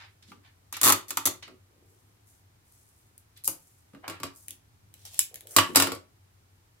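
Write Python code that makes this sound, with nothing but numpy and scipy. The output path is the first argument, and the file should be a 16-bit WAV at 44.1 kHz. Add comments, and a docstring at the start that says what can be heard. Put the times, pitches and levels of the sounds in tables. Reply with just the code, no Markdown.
"""Scissors snip once and clatter onto a wooden table, after tape is pulled off its roll in jerks and torn
and a paper strip is pressed onto a cutting mat. Each contact is a noise crack plus damped modes of the
object and the table. The tape sticks and slips; rubbing and shearing are grainy filtered noise.
A small, quiet room adds short reverberation, hiss and a low drone."""
import sys
import numpy as np
from scipy import signal
from scipy.fft import rfft, irfft, next_fast_len
from scipy.io import wavfile
from scipy.ndimage import map_coordinates

SR = 44100
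rng = np.random.default_rng(int(sys.argv[2]) if len(sys.argv) > 2 else 0)


def generate_wav(signal):
    """Clip the signal to [-1, 1] and save it as 16-bit WAV at the path in sys.argv[1]."""
    frames = np.transpose(np.atleast_2d(signal))
    scaled = np.clip(frames, -1, 1) * 32767
    pcm = np.round(scaled).astype(np.int16)
    wavfile.write(sys.argv[1], SR, pcm)


N = 299880
T = np.arange(SR // 2) / SR  # time axis of one contact, s

# scissor handles and steel blades: f/Hz, level/dB, t60/s
SCISSOR_MODES = [(870, -8, .06), (925, -6, .08), (1088, -3, .14), (1140, -1, .18), (1260, -3, .08),
                 (1385, 0, .1), (1477, -4, .08), (2190, -5, .12), (2331, -5, .12), (2503, -5, .12),
                 (2810, -4, .11), (3946, -3, .1), (4721, -4, .1), (5030, -4, .08), (7321, -5, .09),
                 (7887, -2, .08), (8533, -4, .12), (9292, -6, .08), (11170, -2, .08), (11750, -4, .08),
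                 (14500, -8, .06)]


def amp(db):
    """Decibels to gain."""
    return 10 ** (np.asarray(db) / 20)


def unit(x):
    """Scale to rms 1."""
    return x / np.sqrt(np.mean(x ** 2) + 1e-20)


def one_blow(x):
    """Scale each channel to the energy of 1 ms at rms 1."""
    return x * np.sqrt(SR / 1000 / np.sum(x ** 2, axis=-1, keepdims=True))


def along(points, hz):
    """Interpolate (f/Hz, value) points on a log axis."""
    knots_hz, values = np.transpose(points)
    return np.interp(np.log(hz + 1), np.log(knots_hz + 1), values)


def wobble(rate_hz, size):
    """Smooth random curve."""
    knots = rng.standard_normal(int(size * rate_hz / SR) + 4)
    return map_coordinates(knots, [np.arange(size) * rate_hz / SR])


def filtered(x, response):
    """Apply the frequency response response(hz)."""
    size = x.shape[-1]
    padded = next_fast_len(size + 4096, True)
    return irfft(rfft(x, padded) * response(np.fft.rfftfreq(padded, 1 / SR)), padded)[..., :size]


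def causal(spectrum):
    """Minimum-phase response: nothing sounds before the blow."""
    cepstrum = irfft(np.log(amp(along(spectrum, np.fft.rfftfreq(len(T), 1 / SR)))))
    cepstrum[1:len(T) // 2] *= 2
    cepstrum[len(T) // 2 + 1:] = 0
    return np.exp(rfft(cepstrum))


def split(x, edge_hz):
    """Low and high band, each at the energy of one blow."""
    return [one_blow(signal.sosfilt(signal.butter(4, edge_hz, side, fs=SR, output="sos"), x))
            for side in ("low", "high")]


def noise_pair(corr, size):
    """Stereo white noise with left-right correlation corr."""
    common = np.sqrt(corr) * rng.standard_normal(size)
    return common + np.sqrt(1 - corr) * rng.standard_normal((2, size))


def add(track, start_s, sound):
    """Mix a sound into the track."""
    start = round(start_s * SR)
    part = sound[:, max(-start, 0):N - start]
    track[:, max(start, 0):][:, :part.shape[1]] += part


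def fade(t60_s):
    """Exponential decay."""
    return np.exp(-np.log(1000) * T / t60_s)


def burst(colour, envelope, corr):
    """Short coloured puff of noise."""
    return one_blow(irfft(rfft(noise_pair(corr, len(T)) * envelope) * colour))


def ring(modes, spread_rad):
    """Damped modes, with random strengths per blow and phases per channel."""
    sound = 0
    for hz, db, t60_s in modes:
        level, phase, apart = rng.standard_normal(3)
        phase_rad = np.pi * phase + spread_rad * apart * np.array([[1], [-1]])
        sound += amp(db + 2 * level) * fade(t60_s) * np.sin(2 * np.pi * hz * T + phase_rad)
    attack = 1 - fade(6 / modes[0][0])  # six periods of the first mode
    return one_blow(sound * attack)


def room_tone(hiss_db=-65, drone_db=-66, drone_hz=97, half_width_hz=12, waver_db=2):
    """Faint even hiss over a low, unsteady drone."""
    # hiss spectrum: f/Hz, density/dB
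    hiss_spectrum = [(12, -53), (20, -20.5), (58, -12.5), (96, -7.5), (210, -20.5), (277, -18),
                     (319, -20.5), (357, -19), (527, -25), (802, -23), (2080, -28), (2320, -27.5),
                     (2600, -30), (14300, -34), (16000, -40.5)]
    # hiss stereo image: f/Hz, left-right correlation
    hiss_corr = [(60, 0.92), (180, 0.93), (550, -0.13), (1650, -0.18), (4970, -0.16), (15000, -0.2)]

    def mid_side(hz):
        angle = np.arccos(along(hiss_corr, hz)) / 2
        return amp(along(hiss_spectrum, hz)) * [np.cos(angle), np.sin(angle)]

    mid, side = filtered(rng.standard_normal((2, N)), mid_side)
    hiss = amp(hiss_db) * unit(np.array([mid + side, mid - side]))
    band = filtered(rng.standard_normal(N), lambda hz: 1 / (1 + ((hz - drone_hz) / half_width_hz) ** 2))
    drone = amp(drone_db + waver_db * wobble(2.8, N)) * unit(band)
    return hiss + drone * amp([[1], [-1]])


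def in_room(sound, wet_db):
    """Direct sound plus wall reflections, a new noise tail per event."""
    # reverberation time: f/Hz, t60/s
    decay = [(200, .3), (700, .28), (2000, .26), (5000, .22), (13000, .185)]
    # reverberation colour: f/Hz, level/dB
    colour = [(100, -9.5), (400, -3.5), (1000, -1.5), (4000, 2), (9000, -2.5), (15000, -3.5)]
    hz, t, bins = signal.stft(noise_pair(0.26, len(T)), SR, nperseg=256)
    bins *= amp(along(colour, hz)[:, None] - 60 * t / along(decay, hz)[:, None])
    tail = signal.istft(bins, SR, nperseg=256)[1][:, :len(T)] * (1 - fade(0.0062))
    heard = signal.fftconvolve(sound, amp(wet_db) * tail / np.linalg.norm(tail[0]), axes=1)
    heard[:, :sound.shape[1]] += sound
    return heard


def friction(size, colour, corr, grain_db=4.5, grain_hz=300):
    """Sliding contact: a stream of fine catches, at rms 1."""
    return unit(filtered(noise_pair(corr, size) * amp(grain_db * wobble(grain_hz, size)), colour))


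def strokes(rows, width_oct, peak_share, corr, centre_hz=None):
    """Band-limited friction swells and eases with the pressure; a row may set its own centre."""
    track = np.zeros((2, N))
    for start_s, length_s, db, *own_hz in rows:
        size = int(max(length_s, .01) * SR)
        band_hz = own_hz[0] if own_hz else centre_hz
        rub = friction(size, lambda hz: np.exp(-.5 * (np.log2((hz + 1) / band_hz) / width_oct) ** 2), corr)
        pressure = np.interp(np.linspace(0, 1, size), [0, peak_share, 1], [0, 1, 0])
        add(track, start_s, in_room(amp(db) * pressure * rub, wet_db=0))
    return track


def rubbing():
    """Sliding contacts: high for paper, blades and tape, lower for things on wood."""
    # paper swishes under the fingers and the closing blades: t/s, length/s, level/dB
    swishes = [(1.82, 0.44, -73.5), (2.253, 0.17, -63), (2.62, 0.57, -65.5), (3.437, 0.083, -36),
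               (3.52, 0.44, -65.5), (4.322, 0.26, -58.5), (5.165, .035, -49), (5.46, 0.31, -48.5)]
    # hands and roll shift; the table booms and thuds under the rattling scissors:
    # t/s, length/s, level/dB, f/Hz
    rumbles = [(.275, 0.16, -56, 230), (.85, .1, -33.5, 340), (1.265, 0.065, -45.5, 350),
               (1.47, 0.11, -55, 300), (1.65, .7, -71, 330), (3.935, 0.058, -48, 282), (4.2, 0.13, -53, 98),
               (4.58, 0.81, -63.5, 95), (5.31, .08, -58.5, 500), (5.42, 0.27, -59.5, 450),
               (5.685, 0.082, -42, 300), (5.87, .11, -40, 330)]
    # things scuff on the wood, tape creeps, paper creases: t/s, length/s, level/dB, f/Hz
    scuffs = [(-.04, 0.12, -52, 1710), (.223, 0.011, -53, 3440), (.265, 0.09, -60, 4060),
              (.43, 0.071, -60.5, 1630), (.722, 0.059, -41.5, 2930), (1.424, 0.0089, -36.5, 2520),
              (1.441, 0.0096, -56.5, 2300), (3.358, 0.032, -56.5, 3850), (4.025, .06, -47, 790),
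              (4.09, 0.11, -49.5, 1100), (5.49, 0.12, -61.5, 1494)]
    # a thin high ring as the tape tears: t/s, length/s, level/dB
    tear_ring = [(1.254, 0.012, -27.5)]
    return (strokes(swishes, width_oct=0.57, peak_share=0.18, corr=.15, centre_hz=9100)
            + strokes(rumbles, width_oct=0.56, peak_share=0.14, corr=.88)
            + strokes(scuffs, width_oct=1.0, peak_share=0.28, corr=.25)
            + strokes(tear_ring, width_oct=0.2, peak_share=0.32, corr=.15, centre_hz=6740))


def contacts(rows, crack_spectrum, modes, *, snap_t60_s, scatter_t60_s, scatter_db, sharp_db, zing_db,
             ring_db, body_db, body_t60_s, bite_db, bite_slope, bite_ring_slope=0,
             thud_db, thud_slope, wet_db):
    """Each contact cracks, rings the object and thuds into the table. Slopes in dB per dB of the row."""
    # wooden table: f/Hz, level/dB, t60/s
    table_modes = [(99, -3, 0.15), (171, -15.5, 0.24), (278.8, -0.5, 0.19), (320, -4.5, 0.18),
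                   (364.4, -7.5, 0.22), (450, -6.5, 0.04), (538.8, 0, 0.085), (624, -7.5, 0.14),
                   (694, -13, 0.14)]
    # thud in the wood: f/Hz, density/dB
    thud_spectrum = [(30, -50.5), (60, -35.5), (100, -10), (140, -7), (280, -4), (450, -3.5), (700, -6.5),
                     (1200, -19), (3000, -59)]
    # midrange noise of a blow: f/Hz, density/dB
    body_spectrum = [(300, -28.5), (700, -13), (1150, -0.5), (1700, -12.5), (3000, -12.5), (6000, -33)]
    crack, body, thud = causal(crack_spectrum), causal(body_spectrum), causal(thud_spectrum)
    hard_hz = 2000  # modes above answer the hard edge of a blow, those below its push
    low_modes = [mode for mode in modes if mode[0] < hard_hz]
    high_modes = [mode for mode in modes if mode[0] >= hard_hz]
    # first snap, then scatter off the tabletop and the things on it
    snap = (fade(snap_t60_s) + amp(scatter_db) * fade(scatter_t60_s)) * (1 - fade(.001))
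    track = np.zeros((2, N))
    for start_s, db, ring_rel_db in rows:
        edge = burst(crack, snap, corr=0.25) + amp(zing_db) * ring(high_modes, spread_rad=1.0)
        bite, sharp = split(edge, edge_hz=4940)
        hollow = amp(ring_db) * ring(low_modes, spread_rad=0.66)
        hollow += amp(body_db) * burst(body, fade(body_t60_s), corr=0.55)
        wood = ring(table_modes, spread_rad=0.098) + amp(-5) * burst(thud, fade(0.13), corr=0.92)
        blow = amp(db + sharp_db) * sharp + amp(db + ring_rel_db) * hollow
        blow += amp(bite_db + bite_slope * db + bite_ring_slope * ring_rel_db) * bite
        blow += amp(thud_db + thud_slope * db) * wood
        add(track, start_s, in_room(blow, wet_db))
    return track


def paper_snaps():
    """The strip ticks and snaps under the fingers, dry and bright."""
    # snaps: t/s, level/dB, relative ring/dB
    snaps = [(3.179, -39, -47), (3.3746, -42, -46), (3.4385, -35, -48), (3.4446, -24.5, -49),
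             (3.4544, -28, -46), (3.477, -7.5, -28)]
    # paper crack: f/Hz, density/dB
    crack = [(1060, -19), (1800, -14), (2640, -9), (3350, -14.5), (4660, -14), (5490, -19), (11500, -5),
             (13600, -11), (16000, -18)]
    # paper on the cutting mat: f/Hz, level/dB, t60/s
    mat_modes = [(890, 26, 0.034), (1000, -9, .07), (1400, 2, .07), (1755, -15, .06), (2040, -9, .05),
                 (6180, -13, 0.026), (10720, -1, 0.036)]
    return contacts(snaps, crack, mat_modes, snap_t60_s=.004, scatter_t60_s=.02, scatter_db=-12,
                    sharp_db=-2.5, zing_db=-23, ring_db=0.5, body_db=4, body_t60_s=0.05,
                    bite_db=-30, bite_slope=0.92, thud_db=-21, thud_slope=1.44, wet_db=-4)


def tape(first_gap_s=.0066, gap_ratio=1.038, ring_db_per_s=149.5):
    """Glue holds and lets go in slowing slips; the hollow roll rings more as the free tape lengthens."""
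    # a tap on the roll, then pulls from one snap to a long rip: t/s, length/s, level/dB, relative ring/dB
    events = [(0.318, .003, -62, 19), (0.7258, .003, -23, -18), (0.7675, .003, -25, -13),
              (0.8136, .003, -11, -17.5), (0.832, .074, -6, -20.5), (0.9221, .003, -3.5, -15),
              (1.083, .018, -32, -41), (1.1062, .003, -17.5, -15.5), (1.1712, .003, -12, -11),
              (1.255, .009, -8, -28.5), (1.2712, .003, -10, -17.5)]
    # tape crack: f/Hz, density/dB
    crack = [(1060, -40), (1800, -5), (2430, -8), (3200, -13.5), (3510, -5), (3950, -11), (4410, -9),
             (5700, -10.5), (6180, -7), (7160, -4), (7990, -5.5), (9590, -5.5), (11700, -3), (13900, -7.5),
             (16000, -11)]
    # roll and holder: f/Hz, level/dB, t60/s
    roll_modes = [(816.4, -9, .04), (866, -5, 0.054), (977, -4.5, 0.051), (1040, -4.5, 0.029),
                  (1167.4, -1.5, 0.076), (1250, -6, 0.076), (1354, -2.5, 0.049), (1450, -8.5, 0.032),
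                  (1440, -8, 0.037), (3560, -2.5, 0.1), (3770, -6.5, 0.053), (4380, -3, 0.076),
                  (6150, -3, 0.067), (6324, -5, 0.043), (7800, 0, 0.057), (11200, -1, 0.05),
                  (11140, 3, .09), (10600, 0, .07), (10900, -2.5, 0.039)]
    delays_s = np.r_[0, np.cumsum(first_gap_s * gap_ratio ** np.arange(16))]
    slips = [(start_s + t, db, ring_rel_db + ring_db_per_s * t)
             for start_s, length_s, db, ring_rel_db in events for t in delays_s if t <= length_s]
    return contacts(slips, crack, roll_modes, snap_t60_s=0.0017, scatter_t60_s=0.038, scatter_db=1,
                    sharp_db=-3, zing_db=-12, ring_db=2.5, body_db=4, body_t60_s=0.055,
                    bite_db=-13, bite_slope=.85, bite_ring_slope=0.19,
                    thud_db=-19, thud_slope=1.1, wet_db=-7.5)


def scissor_cut(start_s=4.95, end_s=5.192, end_db=-44.5, rise_db_per_s=99):
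    """Closing blades shear the paper, ever louder until they meet."""
    # blades through paper: f/Hz, density/dB
    spectrum = [(200, -20.5), (700, -4), (1500, -17), (3200, -3), (5000, -4), (8000, 0.5), (12000, -2),
                (16000, -7.5)]
    remaining_s = np.arange(end_s - start_s, 0, -1 / SR)
    shear = friction(len(remaining_s), lambda hz: amp(along(spectrum, hz)), corr=0.17, grain_db=7)
    track = np.zeros((2, N))
    add(track, start_s, in_room(amp(end_db - rise_db_per_s * remaining_s) * shear, wet_db=4.5))
    return track


def blade_clicks():
    """Steel clicks on steel, damped by the hand."""
    # blades open, snip shut and part: t/s, level/dB, relative ring/dB
    clicks = [(4.4828, -29, -55), (4.5069, -30.5, -43), (4.94, -41.5, -39.5), (5.1439, -37.5, -21),
              (5.1918, -6, -36), (5.3428, -32, -32.5), (5.3575, -31.5, -32.5), (5.4077, -38.5, -26),
              (5.471, -36.5, -25.5)]
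    # steel crack: f/Hz, density/dB
    crack = [(1060, -41.5), (1800, -14), (2840, -12.5), (3120, -11), (4790, -20), (7490, -10.5),
             (9250, -14), (11700, -3), (12800, -18.5), (16000, -12)]
    return contacts(clicks, crack, SCISSOR_MODES, snap_t60_s=.006, scatter_t60_s=.02, scatter_db=-15,
                    sharp_db=1.5, zing_db=-21.5, ring_db=-10.5, body_db=0, body_t60_s=0.021,
                    bite_db=-21.5, bite_slope=.75, thud_db=-46, thud_slope=0.29, wet_db=-4.5)


def table_knocks():
    """Tape roll, hands and scissors knock on the table; the scissors clatter down last."""
    # knocks: t/s, level/dB, relative ring/dB
    knocks = [(1.4252, -58.5, 5), (1.4789, -51, 2), (3.9342, -60.5, -2), (3.9481, -58.5, 5),
              (4.0792, -27.5, -9), (4.0977, -30.5, -8), (4.2004, -40.5, -8), (4.2324, -24, -10.5),
              (5.5639, -2.5, -15), (5.585, -12, -2.5), (5.7485, -30, -4), (5.7578, -1, -23),
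              (5.7691, -6.5, -15), (5.7993, -10, -11.5), (5.8222, -9.5, -13.5), (5.8709, -26.5, -3),
              (5.9188, -25.5, -10.5), (5.9491, -35.5, -41)]
    # crack on wood: f/Hz, density/dB
    crack = [(1060, -35.5), (1800, -1), (2790, -0.5), (3380, -10), (3840, -4.5), (6300, -9.5), (7840, -5),
             (9080, -11), (11400, -6.5), (12700, -13.5), (15000, -9), (16000, -23.5)]
    return contacts(knocks, crack, SCISSOR_MODES, snap_t60_s=0.03, scatter_t60_s=0.05, scatter_db=-1,
                    sharp_db=-1.5, zing_db=-9.5, ring_db=3, body_db=8, body_t60_s=0.028,
                    bite_db=1, bite_slope=1, bite_ring_slope=0.76,
                    thud_db=-13, thud_slope=0.59, wet_db=-5)


def scene(left_lead_s=85e-6, low_cut_hz=75):
    """Handwork slightly to the left, over the room tone."""
    # stereo balance: f/Hz, left minus right/dB
    balance = [(100, 3), (500, 0.5), (1100, -0.5), (2200, -0.5), (4000, -1.5), (8000, -0.5), (12000, 4)]
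    work = rubbing() + paper_snaps() + tape() + scissor_cut() + blade_clicks() + table_knocks()
    # the handwork carries almost no deep bass
    work = signal.sosfilt(signal.butter(3, low_cut_hz, "high", fs=SR, output="sos"), work)
    sides = np.array([[.5], [-.5]])

    def arrival(hz):
        return amp(along(balance, hz) * sides) * np.exp(2j * np.pi * hz * sides * left_lead_s)

    return filtered(work, arrival) + room_tone()


def record(dry, top_hz=16000):
    """Hard limit at full scale, then a steep low-pass."""
    return filtered(np.clip(dry, -1, 1), lambda hz: 1 / (1 + (hz / top_hz) ** 120))


dry = scene()
out = record(dry)
generate_wav(out)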